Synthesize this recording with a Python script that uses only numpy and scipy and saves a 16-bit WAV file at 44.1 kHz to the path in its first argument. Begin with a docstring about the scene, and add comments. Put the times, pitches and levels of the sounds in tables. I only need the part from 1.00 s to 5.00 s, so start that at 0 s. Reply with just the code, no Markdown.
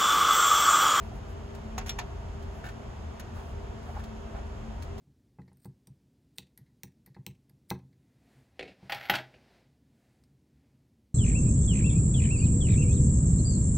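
"""Setting a printer's paper guides

A hand sets the plastic guides on the feed tray, over steady fan noise and motor hum. The left lock
lever knocks, snaps over with a short metallic ring and seats; each click rings tray, guide and latch.
The right guide is gripped and nudged: it ticks, catches and scrapes in its rail. The pushed tray
gives short hollow notes, and skin and paper brush it faintly."""
import sys
import numpy as np
from scipy import signal
from scipy.fft import rfft, irfft
from scipy.io import wavfile

SR = 44100
rng = np.random.default_rng(int(sys.argv[2]) if len(sys.argv) > 2 else 0)


def materialize(psi):
    """Save the field psi as 16-bit PCM at rate SR to the path in sys.argv[1].

    A 1-D psi becomes a single channel; in a 2-D psi each row is a channel.
    """
    bounded = np.clip(np.atleast_2d(psi).T, -1, 1)
    quanta = np.round(bounded * 32767).astype(np.int16)
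    wavfile.write(sys.argv[1], SR, quanta)


N = 176400
T = np.arange(N) / SR
HZ = np.maximum(np.arange(N // 2 + 1) * SR / N, 1)
SIDES = np.array([[.5], [-.5]])  # left, right
ATTACK_S, SLIDE_EDGE_S, SLIP_RATE_HZ = 0.0015, 0.041, 210

# coherence of the two microphones: (frequency [Hz], coherence [0-1])
COHERENCE = [(40, 1), (110, 0.97), (200, 1), (320, 0.16), (700, 0.25), (1300, 0.046), (3000, 0.15),
             (5000, 0.37), (8000, 1), (15000, 1)]


def from_db(db):
    """Decibels to gain."""
    return 10 ** (np.asarray(db) / 20)


def unit_rms(x):
    """Scale to rms 1."""
    return x / np.sqrt(np.mean(np.abs(x) ** 2) + 1e-20)


def at_hz(points, hz=HZ):
    """Interpolate a table over log frequency."""
    freqs, values = np.transpose(points)
    return np.interp(np.log(hz), np.log(np.maximum(freqs, 1)), values)


def drift(rate_hz):
    """Random wander, rms 1: noise through two low-pass poles at rate_hz."""
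    step, settle = 40, 2000
    pole = np.exp(-2 * np.pi * rate_hz * step / SR)
    white = rng.standard_normal(N // step + settle + 2)
    slow = signal.lfilter([1], [1, -2 * pole, pole * pole], white)[settle:]
    return np.interp(np.arange(N) / step, np.arange(len(slow)), unit_rms(slow))


def noise(gain):
    """Partly coherent stereo noise shaped by a gain per frequency, rms 1."""
    mid, side = rfft(rng.standard_normal((2, N)))
    coherence = at_hz(COHERENCE)
    spectrum = np.sqrt(1 + coherence) * mid + np.sqrt(1 - coherence) * side * [[1], [-1]]
    return unit_rms(irfft(gain * spectrum, N))


def contact(start_s, hold_s, t60_s):
    """Impact envelope: quick rise, short hold, exponential decay."""
    age = T - start_s
    return np.clip(age / ATTACK_S, 0, 1) * from_db(-60 * np.clip((age - hold_s) / t60_s, 0, 3))


def ring(modes, hits):
    """Each hit (time [s], level [dB]) excites damped modes at random phases."""
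    out, age = np.zeros(N + SR), T[:SR // 2]
    for hz, mode_db, t60_s in modes:
        envelope = np.minimum(age / ATTACK_S, 1) * from_db(mode_db - 60 * age / t60_s)
        for start_s, hit_db in hits:
            i = int(start_s * SR)
            phase = 2 * np.pi * hz * age + rng.uniform(0, 2 * np.pi)
            out[i:i + len(age)] += from_db(hit_db) * envelope * np.sin(phase)
    return out[:N]


def friction(strokes, colour, edge_s, rough_db=1):
    """Ramped strokes of noise, roughened by tiny slips."""
    envelope = 0
    for start_s, length_s, db in strokes:
        inside_s = np.minimum(T - start_s, start_s + length_s - T)
        envelope += from_db(db) * np.clip(inside_s / edge_s + .5, 0, 1)
    slips = unit_rms(from_db(rough_db * drift(SLIP_RATE_HZ)))
    return envelope * slips * noise(from_db(at_hz(colour)))


def fans(level_db=-41):
    """Steady rush of fans and ventilation."""
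    # (frequency [Hz], relative density [dB])
    colour = [(15, -46), (25, -14), (39, 2.5), (55, 2), (90, -5.5), (125, -5.5), (154, -12.5), (200, -11),
              (270, -14.5), (345, -15), (420, -15), (520, -18), (700, -16.5), (950, -19.5), (1300, -23),
              (1700, -27.5), (2250, -31.5), (3100, -32.5), (4100, -39.5), (5300, -39.5), (6900, -40.5),
              (8300, -48.5), (10500, -53.5), (13000, -55.5), (15500, -65)]
    return from_db(level_db) * noise(from_db(at_hz(colour)))


def motor_tone(hz, unsteady, waver_hz=6.17):
    """Stereo tone, rms 1; the unsteady share of its power wanders in level and phase."""
    wander = drift(waver_hz) + 1j * drift(waver_hz)
    amplitude = np.sqrt(1 - unsteady) + np.sqrt(unsteady / 2) * wander
    mic_phase = np.arccos(at_hz(COHERENCE, hz)) * SIDES
    return unit_rms(np.real(amplitude * np.exp(1j * (2 * np.pi * hz * T + mic_phase))))


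def motor_hum():
    """Wavering motor tones; the two clearest swell and fade."""
    # (frequency [Hz], level [dB], unsteady share [0-1])
    tones = [(56.7, -49, 0.85), (81.04, -44, 0.85), (120.9, -55.5, 0.74), (616, -65, 0.9), (673, -59, 0.53),
             (925, -64, 0.6), (1510, -69.5, 0.94), (1750, -72, 0.74), (2673, -78.5, 0.9), (3256, -80, 0.9)]
    # swells of the two clearest tones: (time [s], level [dB])
    low_swell = [(0, -48), (0.2, -56), (0.55, -55.5), (0.65, -45.5), (0.85, -48), (0.95, -57), (1.3, -54),
                 (1.9, -56), (2.2, -54), (2.6, -55), (3.05, -48.5), (3.3, -51), (3.5, -59), (3.72, -47.5),
                 (3.85, -59.5), (4, -46)]
    high_swell = [(0, -56), (0.2, -52), (0.55, -50), (0.8, -53), (1.15, -53.5), (1.35, -58), (1.6, -49),
                  (2.05, -62), (2.6, -52.5), (3, -57.5), (3.4, -49.5), (3.75, -61), (4, -45)]
    out = sum(from_db(db) * motor_tone(hz, unsteady) for hz, db, unsteady in tones)
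    for hz, swell in ((220.8, low_swell), (398.5, high_swell)):
        out += from_db(np.interp(T, *np.transpose(swell))) * motor_tone(hz, unsteady=0.21)
    return out


def brushes():
    """Skin and paper brush the tray with a faint hiss."""
    # (start [s], length [s], level [dB])
    strokes = [(0.015, 0.083, -69), (0.135, 0.054, -68), (0.28, 0.055, -69), (1.53, 0.079, -70),
               (2.34, 0.063, -66), (2.41, 0.12, -70), (2.84, 0.19, -70.5)]
    # (frequency [Hz], relative density [dB])
    colour = [(1000, 2), (2500, 1), (6000, 0), (11000, 2.5), (16000, -2)]
    return friction(strokes, colour, SLIDE_EDGE_S)


def tray_groans(roughness=.45, waver_rms_hz=55):
    """The pushed tray gives short hollow notes, rough and unsteady in pitch."""
    # (centre [s], length [s], pitch [Hz], level [dB])
    notes = [(0.124, 0.028, 700, -49), (1.664, 0.06, 757, -52), (2.894, 0.049, 727, -45.5),
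             (2.97, 0.031, 780, -42), (3.37, 0.15, 764, -53.5)]
    waver_hz = waver_rms_hz * drift(rate_hz=110)
    out = 0
    for centre_s, length_s, hz, db in notes:
        swell = np.cos(np.pi * np.clip((T - centre_s) / length_s, -.5, .5)) ** 2
        phase = 2 * np.pi * np.cumsum(hz + waver_hz) / SR
        out += from_db(db) * swell * unit_rms(np.sin(phase))
    return out * (1 + roughness * drift(SLIP_RATE_HZ))


def finger_ticks():
    """Fingers tap the guides: small bright noise bursts."""
    # (time [s], level [dB])
    taps = [(0.548, -53.5), (1.424, -58), (1.641, -53.5), (1.654, -58), (1.664, -58), (1.687, -53),
            (2.828, -61), (2.995, -58), (3.037, -51), (3.822, -48), (3.979, -53)]
    # (frequency [Hz], relative density [dB])
    colour = [(500, -8), (1500, 10), (3500, 8.5), (6500, 5), (10000, -1.5), (16000, -5)]
    envelope = sum(from_db(db) * contact(start_s, hold_s=0.0033, t60_s=0.094) for start_s, db in taps)
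    return envelope * noise(from_db(at_hz(colour)))


def lock_lever():
    """Each click rings tray floor, left guide and latch, and rattles the tray's dense modes."""
    # clicks and rebounds: (time [s], contact [s], 6 x tray band [dB], floor [dB], guide [dB], latch [dB])
    clicks = [(0.7790, 0.0061, -45.5, -45, -39, -45.5, -40.5, -48, -35.5, -46, -70),
              (0.8105, 0.003, -62, -60, -51, -61, -63, -72, -53, -70, -70),
              (0.8605, 0.015, -59, -67, -48, -53, -51, -56, -49, -70, -71),
              (0.8815, 0.003, -71, -62, -60, -56, -57, -55, -68, -70, -52),
              (0.8927, 0.0042, -67, -69, -43, -39, -47, -42, -48.5, -52, -36),
              (0.9840, 0.003, -73, -67, -46, -55, -59, -62, -66, -57, -70),
              (0.9878, 0.003, -52, -43, -43, -41, -39.5, -47.5, -50, -32, -70),
              (1.0110, 0.001, -60, -51, -56, -63, -70, -76, -70, -53, -70),
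              (2.1958, 0.006, -67, -62, -52, -53, -51.5, -51.5, -72, -67, -70)]
    # modes of tray floor, plastic guide and metal latch: (frequency [Hz], gain [dB], t60 [s])
    floor_modes = [(428, -4, .1), (748, 1.5, .11), (918, -2, .08), (1080, -2, .08), (1260, -6, .06),
                   (1561, -13, .13), (2380, -8, .06), (2668, -7, .095), (3960, -15, .09)]
    guide_modes = [(721, -5, .16), (880, -5, .09), (958, -6, .15), (1030, -4, .08), (1790, -1, .065),
                   (1873, -13, .1), (2230, -6, .05), (2440, -10, .09), (2720, -6, .06), (3580, -9, .07),
                   (3900, -8, .055), (4520, -10, .06)]
    latch_modes = [(2371, -9, .1), (2869, -6, .1), (3349, -1, .065), (3526, 0.5, .06), (3680, 1, .04),
                   (4005, -10, .08), (4250, -2.5, .05), (5744, 6, .095), (7028, -5.5, .085),
                   (7246, -7, .085), (7600, -9, .06), (10070, -10, .045), (11570, -16, .046),
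                   (14780, -15, .06)]
    # dense tray modes as noise bands: (low edge [Hz], high edge [Hz], t60 [s])
    tray_bands = [(167, 530, 0.18), (595, 1500, 0.11), (1160, 2560, 0.11), (2500, 4700, 0.089),
                  (5270, 7200, 0.062), (8000, 14700, 0.039)]
    out = np.zeros((2, N))
    for column, modes in enumerate((floor_modes, guide_modes, latch_modes), start=8):
        out += ring(modes, [(click[0], click[column]) for click in clicks])
    for column, (low_hz, high_hz, t60_s) in enumerate(tray_bands, start=2):
        detuning = (HZ ** 2 - low_hz * high_hz) / (HZ * (high_hz - low_hz))
        band_pass = 1 / np.sqrt(1 + detuning ** 6)
        envelope = sum(from_db(click[column]) * contact(click[0], click[1], t60_s) for click in clicks)
        out += envelope * noise(band_pass)
    return out


def guide_catches():
    """The right guide catches in its rail; each jolt rings the plastic."""
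    # (time [s], level [dB])
    jolts = [(1.6402, -40.5), (1.6515, -43), (1.6633, -40), (1.6743, -44), (1.687, -43), (1.693, -45),
             (2.947, -56), (3.002, -47), (3.358, -49), (2.1965, -44)]
    # (frequency [Hz], gain [dB], t60 [s])
    modes = [(1432, -6, .06), (1535, 0, .05), (1690, -5, .03), (1780, -4, .06), (2230, -9, .04),
             (2650, -8, .025), (3750, -14, .025)]
    return ring(modes, jolts)


def guide_scrapes():
    """The right guide scrapes briefly along its rail."""
    # (start [s], length [s], level [dB])
    strokes = [(1.643, 0.038, -49), (1.688, 0.014, -52)]
    # (frequency [Hz], relative density [dB])
    colour = [(250, 4), (420, 2), (1100, -7), (1400, 12), (1700, -2), (2000, -9), (2700, -2), (4500, -11),
              (8000, -29), (16000, -23)]
    return friction(strokes, colour, edge_s=0.013)


def shoves():
    """Dull friction as guide and paper stack are shoved."""
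    # (start [s], length [s], level [dB])
    strokes = [(2.35, 0.079, -51), (2.86, 0.061, -50.5), (2.942, 0.062, -48), (3.345, 0.059, -46.5)]
    # (frequency [Hz], relative density [dB])
    colour = [(300, -27), (600, 3.5), (820, 2), (1100, 0.5), (1450, -1), (2200, -14.5), (6000, -25.5),
              (16000, -47)]
    return friction(strokes, colour, SLIDE_EDGE_S)


def room(direct, level_db=-23, t60_s=.22):
    """Short diffuse tail, duller than the direct sound."""
    age = T[:SR // 2]
    dull_noise = signal.lfilter([.5], [1, -.5], rng.standard_normal((2, len(age))))
    tail = dull_noise * from_db(-60 * age / t60_s)
    tail /= np.sqrt(np.sum(tail ** 2) / 2)
    return from_db(level_db) * signal.fftconvolve(direct, tail, axes=1)[:, :N]


def scene():
    """Machine hum, the hand's work on the tray and its reverberation."""
    machines = fans() + motor_hum()
    handling = brushes() + tray_groans() + finger_ticks() + lock_lever()
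    handling += guide_catches() + guide_scrapes() + shoves()
    return machines + handling + room(handling)


def record(dry, cutoff_hz=15900):
    """Two microphones differing in level and phase, then a steep low-pass."""
    # (frequency [Hz], left over right [dB])
    balance = [(60, 0.5), (200, 4.5), (380, -2.5), (1300, -1), (4400, 0)]
    # (frequency [Hz], left phase lead [rad])
    lead = [(400, 0), (750, 0), (1050, -1.2), (1550, 1.7), (1800, .9), (2300, .4), (2700, -.8),
            (4500, -1.2), (5700, -3.9), (6800, -6.3), (8600, -9), (10600, -6.3), (11800, -5.5),
            (13300, -2.8), (15000, 0)]
    response = from_db(SIDES * at_hz(balance)) * np.exp(1j * SIDES * at_hz(lead))
    low_pass = signal.ellip(10, .1, 80, cutoff_hz, fs=SR, output="sos")
    return signal.sosfilt(low_pass, irfft(rfft(dry) * response, N))


dry = scene()
out = record(dry)
materialize(out)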